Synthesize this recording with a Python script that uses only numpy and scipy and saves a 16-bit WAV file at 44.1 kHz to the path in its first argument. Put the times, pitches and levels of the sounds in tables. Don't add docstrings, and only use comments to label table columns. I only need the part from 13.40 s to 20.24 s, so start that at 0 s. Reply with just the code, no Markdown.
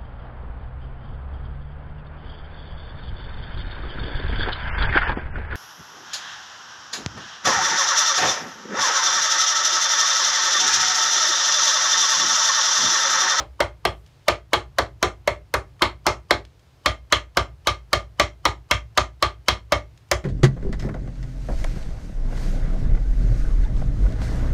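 import sys
import numpy as np
from scipy import signal
from scipy.io import wavfile
from scipy.ndimage import uniform_filter1d

SR = 44100
rng = np.random.default_rng(int(sys.argv[2]) if len(sys.argv) > 2 else 0)


def pcm_store(signal):
    levels = np.round(np.clip(np.atleast_2d(signal), -1, 1) * 32767)
    wavfile.write(sys.argv[1], SR, levels.astype(np.int16).T)


def boost_factor(decibels):
    exponent = np.asarray(decibels, float) / 20
    return 10 ** exponent


N = 301581
LEAD = 4410

CENTRES = 30 * 2 ** np.arange(0, 9.2, 1 / 3)
USUAL_CRACK_DB = -8
HEEL_FROM_S = 3.2


def at_hz(table, hz):
    rows = np.array(table)
    return [np.interp(np.log(hz), np.log(rows[:, 0]), column) for column in rows.T[1:]]


def band_pass(x, low_hz, high_hz, order=2):
    return signal.sosfilt(signal.butter(order, [low_hz, high_hz], "band", fs=SR, output="sos"), x)


def band(x, hz):
    return band_pass(x, hz / 1.12, hz * 1.12)


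def ring(hits, hz, t60_s):
    r = boost_factor(-60 / (t60_s * SR))
    w = 2 * np.pi * hz / SR
    return signal.lfilter([0, np.sin(w)], [1, -2 * r * np.cos(w), r * r], hits + 1e-18)


def clicks(seconds, gains):
    out = np.zeros(N + LEAD)
    at = np.round(np.asarray(seconds) * SR).astype(int) + LEAD
    inside = at < len(out)
    np.add.at(out, at[inside], np.asarray(gains)[inside])
    return out


def swell(hits, rise_s, t60_s):
    up, down = np.exp(-1 / (max(rise_s, 1e-5) * SR)), boost_factor(-60 / (t60_s * SR))
    dying = signal.lfilter([1], [1, -down], hits + 1e-18)
    return signal.lfilter([1 - up], [1, -up], dying)


COLOUR_HZ = [
    500,
    1100,
    2000,
    3800,
    10000,
]
# start_s [s], extra_edge_db [dB]
GLANCING = [
    (2.14, 9),
    (6.71, 11),
]
CRACK_BAND_DB = -8
SLAP_DB, SLAP_FOLLOWS = -18, 0.32
EDGE_DB, EDGE_FOLLOWS, EDGE_RINGS = -30.5, 0.058, 0.23


def blow_db(blows, hz):
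    start_s, crack_db, body_db, knock_db, freedom_db = blows.T
    swing_db = crack_db - USUAL_CRACK_DB
    bite_db = sum(db * (abs(start_s - s) < .1) for s, db in GLANCING)
    colours = [crack_db + body_db,
               crack_db + knock_db,
               SLAP_DB + SLAP_FOLLOWS * swing_db,
               crack_db + CRACK_BAND_DB,
               EDGE_DB + EDGE_FOLLOWS * swing_db + EDGE_RINGS * freedom_db + bite_db]
    return np.array([np.interp(np.log(hz), np.log(COLOUR_HZ), row) for row in np.transpose(colours)])


# pitch_hz [Hz], density_db [dB per Hz]
HUM = [(30, -14), (55, -3), (80, -3.5), (105, 0), (135, -1), (190, -19), (300, -13), (1000, -20),
       (2500, -26.5), (5000, -31), (8000, -38), (16000, -42.5)]
HUM_DB = -61.5


def hum():
    white = rng.standard_normal((2, N + LEAD))
    noise = sum(boost_factor(at_hz(HUM, hz)[0]) * band(white[k % 2], hz) for k, hz in enumerate(CENTRES))
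    return boost_factor(HUM_DB) * noise / np.std(noise)


# start_s [s], length_s [s], level_db [dB], centre_hz [Hz]
RUSTLES = [
    (.45, 0.15, -80, 11000),
    (0.636, .25, -78, 3500),
    (2.992, .5, -83, 3950),
    (6.446, 0.41, -87, 3900),
]
RUSTLE_RISE_S, RUSTLE_FALL_S, RUSTLE_REST_DB = 0.04, 0.08, -87.5


def rustle():
    t, out = (np.arange(N + LEAD) - LEAD) / SR, 0
    white = rng.standard_normal((2, N + LEAD))
    shapes = []
    for start_s, length_s, *_ in RUSTLES:
        corners_s = np.cumsum([0, RUSTLE_RISE_S, max(length_s - RUSTLE_RISE_S, 0), RUSTLE_FALL_S])
        shapes.append(np.interp(t - start_s, corners_s, [0, 1, 1, 0]))
    level_db, centre_hz = np.transpose(RUSTLES)[2:]
    for k, hz in enumerate(CENTRES[15:]):
        rest = boost_factor(RUSTLE_REST_DB - 6.5 * np.log2(hz / 4000) ** 2)
        moving = boost_factor(level_db - 7.6 * np.log2(hz / centre_hz) ** 2) @ np.array(shapes)
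        out = out + (rest + moving) * band(white[k % 2], hz) * np.sqrt(SR / hz)
    return out


# pitch_hz [Hz], t60_s [s], slap_share_db [dB]
ROOM = [
    (200, 0.23, -3),
    (714, 0.17, -6.5),
    (2010, 0.15, -2),
    (5100, 0.13, -7.5),
    (8850, 0.16, -1),
    (13700, 0.016, -12.5),
]


def shop_echo(x, blows, count):
    t = np.arange(SR // 3) / SR
    white = rng.standard_normal((2, count, len(t)))
    tails = sum(band(white[k % 2], hz) * boost_factor(-60 * t / at_hz(ROOM, hz)[0])
                for k, hz in enumerate(CENTRES[7:]))
    tails *= 1 - np.exp(-t / 0.017)
    path = np.searchsorted(blows[:, 0] * SR + LEAD, np.arange(len(x))) % count
    out = 0
    for k, tail in enumerate(tails):
        even_tail = tail / np.sqrt(np.sum(tail ** 2))
        out = out + signal.fftconvolve(x * (path == k), even_tail)[:len(x)]
    return out


def rumble(blows):
    low = band_pass(rng.standard_normal(N + LEAD), 45, 135, order=4)
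    shaken = swell(clicks(blows[:, 0], np.ones(len(blows))), rise_s=.03, t60_s=1.2)
    return boost_factor(HUM_DB + 13) * shaken * low / np.std(low)


# centre_hz [Hz], width_hz [Hz], level_db [dB]
FORERUNS = [
    (650, 130, -8.5),
    (1060, 380, 2.5),
    (3000, 84, 3.5),
    (4700, 770, -5.5),
    (5960, 460, -12),
    (8200, 65, -26),
]
FORERUN_LOW_DB, FORERUN_HIGH_DB, FORERUN_FOLLOWS, FORERUN_RINGS = -34, -44, 1.0, 0.79
FORERUN_LEAD_S, FORERUN_BROAD_DB, FORERUN_BROAD_S = .021, -21, .023


def foreruns(blows):
    out = np.zeros(N + LEAD)
    low = FORERUN_LOW_DB + FORERUN_FOLLOWS * (blow_db(blows, 1100) + 18) + FORERUN_RINGS * blows[:, 4]
    high = FORERUN_HIGH_DB + FORERUN_FOLLOWS * (blow_db(blows, 3000) + 16) + FORERUN_RINGS * blows[:, 4]
    t = np.arange(-2000, 0) / SR
    shape = np.clip(1 + t / FORERUN_LEAD_S, 0, 1) ** 3.0
    for start_s, low_db, high_db in zip(blows[:, 0], low, high):
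        white = rng.standard_normal(2000)
        end = round(start_s * SR) + LEAD
        broad = band_pass(white, 700, 5000)
        out[end - 2000:end] += boost_factor(high_db + FORERUN_BROAD_DB) * (t > -FORERUN_BROAD_S) * broad / np.std(broad)
        for hz, width_hz, db in FORERUNS:
            narrow = band_pass(white, hz - width_hz / 2, hz + width_hz / 2)
            gain = boost_factor(db - 4 + (low_db if hz < 2000 else high_db))
            out[end - 2000:end] += gain * shape * narrow / np.std(narrow)
    return out


# start_s [s], peak_db [dB], centre_hz [Hz]
TOUCHES = [(0.663, -53, 3000), (0.674, -61, 4000), (2.364, -55.5, 915), (2.394, -40, 1490),
           (3.051, -42.5, 2420), (3.194, -56.5, 3000), (3.702, -49.5, 1810), (3.949, -48.5, 1840),
           (4.25, -56.5, 2500), (5.55, -63, 3000), (6.5753, -50, 3000), (6.688, -61, 4070)]


def touches():
    out, t = np.zeros(N + LEAD), np.arange(600) / SR
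    for start_s, peak_db, hz in TOUCHES:
        tick = band_pass(rng.standard_normal(600), hz / 2, hz * 2)
        at = round(start_s * SR) + LEAD
        out[at:at + 600] += boost_factor(peak_db + 4.0) * tick * np.exp(-t / 0.0036)
    return out


# pitch_hz [Hz], t60_s [s], blow_share [gain], rock_share [gain]
BOARDS = [
    (58.2, .41, -1.48, .95),
    (65.7, .7, 1.7, -1.2),
    (84, .07, 1.45, 4.45),
    (100, .05, -1.77, -6.43),
    (108.7, .8, .15, .12),
    (151.5, .04, -.71, .55),
]
PUSHES = [
    .0022,
    .033,
]
TOE_WEIGHT_DB, HEEL_WEIGHT_DB, WEIGHT_FOLLOWS = -32.5, -29, 0.11


def floor_thump(blows):
    weight_db = np.where(blows[:, 0] < HEEL_FROM_S, TOE_WEIGHT_DB, HEEL_WEIGHT_DB)
    weight_db = weight_db + WEIGHT_FOLLOWS * (blows[:, 1] - USUAL_CRACK_DB)
    uneven_db = 1.2 * rng.standard_normal((len(blows), len(PUSHES)))
    blow, back = [clicks(blows[:, 0] + later_s, boost_factor(weight_db + uneven_db[:, k]))
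                  for k, later_s in enumerate(PUSHES)]
    boards = sum(ring(first * blow + second * back, hz, t60_s) for hz, t60_s, first, second in BOARDS)
    return signal.sosfiltfilt(signal.butter(4, 190, fs=SR, output="sos"), boards)


IRON_HZ = [355, 600, 650, 990, 1165, 1212, 2090, 2125, 2175, 3100, 3150, 3200, 3765, 3980, 5450, 5630, 6190]
# level_db [dB], t60_s [s]
IRON = [(-28, .13), (-29, .09), (-30, .1), (-28, .1), (-27, .13), (-25, .12), (-35, .13), (-43, .22),
        (-34, .11), (-32, .12), (-31, .14), (-34, .19), (-35, .11), (-36, .1), (-41, .13), (-49, .2),
        (-44, .11)]
# pitch_hz [Hz], toe_db [dB], heel_db [dB]
RING_COLOUR = [(355, -8.5, -10), (620, -6.5, -6.5), (1110, -10, -3), (2210, -7.5, -4), (2980, -16, -10.5),
               (5500, -15, -4)]


def iron(blows, level_db, spread_db, flutter_db):
    chance = rng.standard_normal((len(blows), len(IRON)))
    out, t = 0, np.arange(N + LEAD)
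    for k, (hz, (db, t60_s)) in enumerate(zip(IRON_HZ, IRON)):
        toe_db, heel_db = at_hz(RING_COLOUR, hz)
        struck_db = np.where(blows[:, 0] < HEEL_FROM_S, toe_db, heel_db) + blows[:, 4]
        hits = clicks(blows[:, 0] + .002, boost_factor(level_db + db + struck_db + spread_db * chance[:, k]))
        knots = len(t) // 300 + 2
        waver = np.interp(t / 300, np.arange(knots), rng.standard_normal(knots))
        out = out + ring(hits, hz, min(t60_s, .24)) * boost_factor(flutter_db * waver)
    return out


# pitch_hz [Hz], width_hz [Hz], added_db [dB]
BODY = [(1185, 110, 0), (2150, 160, 0), (3230, 170, 1), (4300, 220, -2), (5500, 220, 0), (6300, 240, 0),
        (7250, 240, 2), (8700, 260, 0)]


def body(x):
    out = x
    for hz, width_hz, db in BODY:
        r = np.exp(-np.pi * width_hz / SR)
        poles = [1, -2 * r * np.cos(2 * np.pi * hz / SR), r * r]
        out = out + boost_factor(db) * signal.lfilter([(1 - r * r) / 2, 0, (r * r - 1) / 2], poles, x)
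    return out


# pitch_hz [Hz], level_db [dB], rise_s [s], t60_s [s]
SLAP = [(177.1, -16, 0.0087, 0.11), (248, -23, 0.0018, 0.06), (341, -3.5, 0.0062, 0.14),
        (470, -9.5, 0.0018, 0.12), (616, 11, 0.0026, 0.029), (714, -0.5, 0.0081, 0.059),
        (1112, -1, 0.00029, 0.091), (2260, 2, 0.00053, 0.032), (3012, 0, 0.0077, 0.026),
        (3660, 1, 0.0023, 0.029), (6410, 0.5, 0.00014, 0.019), (8000, -12, 0.00012, 0.0067),
        (11900, -10, 0.00014, 0.005), (16000, -16, .0002, .012)]
TAIL_RINGS = .4


def slap(blows, level_db, spread_db, grain_db, tail_db):
    grain = boost_factor(grain_db * rng.standard_normal((N + LEAD) // 30 + 1)).repeat(30)[:N + LEAD]
    grain /= np.sqrt(np.mean(grain ** 2))
    white = rng.standard_normal((4, N + LEAD))
    chance = rng.standard_normal((len(blows), len(CENTRES)))
    out = 0
    for k, hz in enumerate(CENTRES[8:]):
        db, rise_s, t60_s = at_hz(SLAP, hz)
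        struck = boost_factor(level_db + db + blow_db(blows, hz) + spread_db * chance[:, k])
        burst = swell(clicks(blows[:, 0], struck), rise_s, t60_s) * band(white[k % 2] * grain, hz)
        room_t60_s, room_db = at_hz(ROOM, hz)
        sent = clicks(blows[:, 0], struck * boost_factor(TAIL_RINGS * blows[:, 4]))
        tail = boost_factor(tail_db + room_db) * swell(sent, 0.0083, room_t60_s) * band(white[2 + k % 2], hz)
        out = out + (burst + tail) * np.sqrt(SR / hz)
    return out


# later_s [s], level_db [dB]
BOUNCES = [
    (0, 0),
    (.0016, -2),
    (.0038, -2),
    (.008, -7),
]


def crack(blows, level_db, low_hz, high_hz):
    out, chance = 0, rng.uniform(-1, 1, (len(blows), len(BOUNCES), 2))
    for k, (later_s, db) in enumerate(BOUNCES):
        when = blows[:, 0] + later_s * (1 + 0.5 * chance[:, k, 0])
        tick_db = level_db + db + 3.0 * chance[:, k, 1] + blow_db(blows, 6900)
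        out = out + clicks(when, (-1) ** (k + 1) * boost_factor(tick_db))
    return band_pass(out, low_hz, high_hz)


# start_s [s], crack_db [dB], body_db [dB], knock_db [dB], freedom_db [dB]
BLOWS = [(0.204, -15.5, -9.5, 0.5, -1), (0.4517, -12.5, -5, -9, -10.5), (0.8822, -5.5, -11.5, -12, -0.5),
         (1.1325, -6, -11.5, -10.5, -2), (1.385, -8.5, -6, -10, -6.5), (1.6275, -10.5, -9, -10, 0),
         (1.8752, -16, -5.5, -8, -4.5), (2.1397, -15, -5, -5, -17), (2.4204, -7, -18.5, -3, 3),
         (2.666, -7, -12.5, -3.5, 1.5), (2.908, -7, -7.5, -8, -2.5), (3.4595, -7.5, -12.5, -11.5, -1),
         (3.724, -4, -19.5, -11, 1.5), (3.9708, -8, -11, -8, -2.5), (4.271, -5, -22.5, -12.5, 0),
         (4.5305, -9, -12.5, -12.5, -2), (4.7973, -8, -16.5, -10, 0), (5.0532, -6.5, -15.5, -10, -6),
         (5.3111, -4.5, -19, -14, -3), (5.575, -2.5, -14.5, -15.5, -3.5), (5.8252, -8, -13.5, -11, -1),
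         (6.0833, -1.5, -17.5, -17, -1), (6.3216, -10, -8.5, -10.5, -1.5),
         (6.7138, -12.5, -6.5, -11.5, -10.5)]
# start_s [s], crack_db, body_db, knock_db, freedom_db [dB]
EARLIER_BLOW = [
    (-0.06, -6, -14.5, -7.5, -7),
]


def scene():
    blows = np.array(EARLIER_BLOW + list(BLOWS))
    leather = slap(blows, level_db=1.0, spread_db=2.16, grain_db=3.0, tail_db=-10.0)
    near = iron(blows, level_db=9.0, spread_db=2.0, flutter_db=5.0)
    near += body(leather) + touches()
    near += crack(blows, level_db=16.0, low_hz=2600, high_hz=13000)
    far = boost_factor(-15.0) * shop_echo(near, blows, count=2) + hum() + rustle() + rumble(blows)
    far = signal.sosfilt(signal.cheby2(10, 40, 16200, fs=SR, output="sos"), far)
    return (near + far + floor_thump(blows) + foreruns(blows[1:]))[None, LEAD:]


def band_limit(x):
    return signal.sosfilt(signal.butter(12, 16990, fs=SR, output="sos"), x)


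def record(dry):
    dry = signal.sosfilt(signal.butter(2, 40, "high", fs=SR, output="sos"), dry)
    level_db = 10 * np.log10(uniform_filter1d(dry ** 2, size=90) + 1e-12)
    fall_db = 60.0 * np.arange(N) / SR
    held_db = np.maximum.accumulate(level_db + fall_db, axis=1) - fall_db
    duck_db = signal.lfilter([.02], [1, -.98], -.25 * np.maximum(held_db + 26, 0))
    x = boost_factor(duck_db + 5.0) * dry
    rounded = .8 * np.tanh(x / .8)
    mix = signal.sosfilt(signal.cheby2(10, 50, 16900, fs=SR, output="sos"), rounded)
    return band_limit(mix)


dry = scene()
out = record(dry)
pcm_store(out)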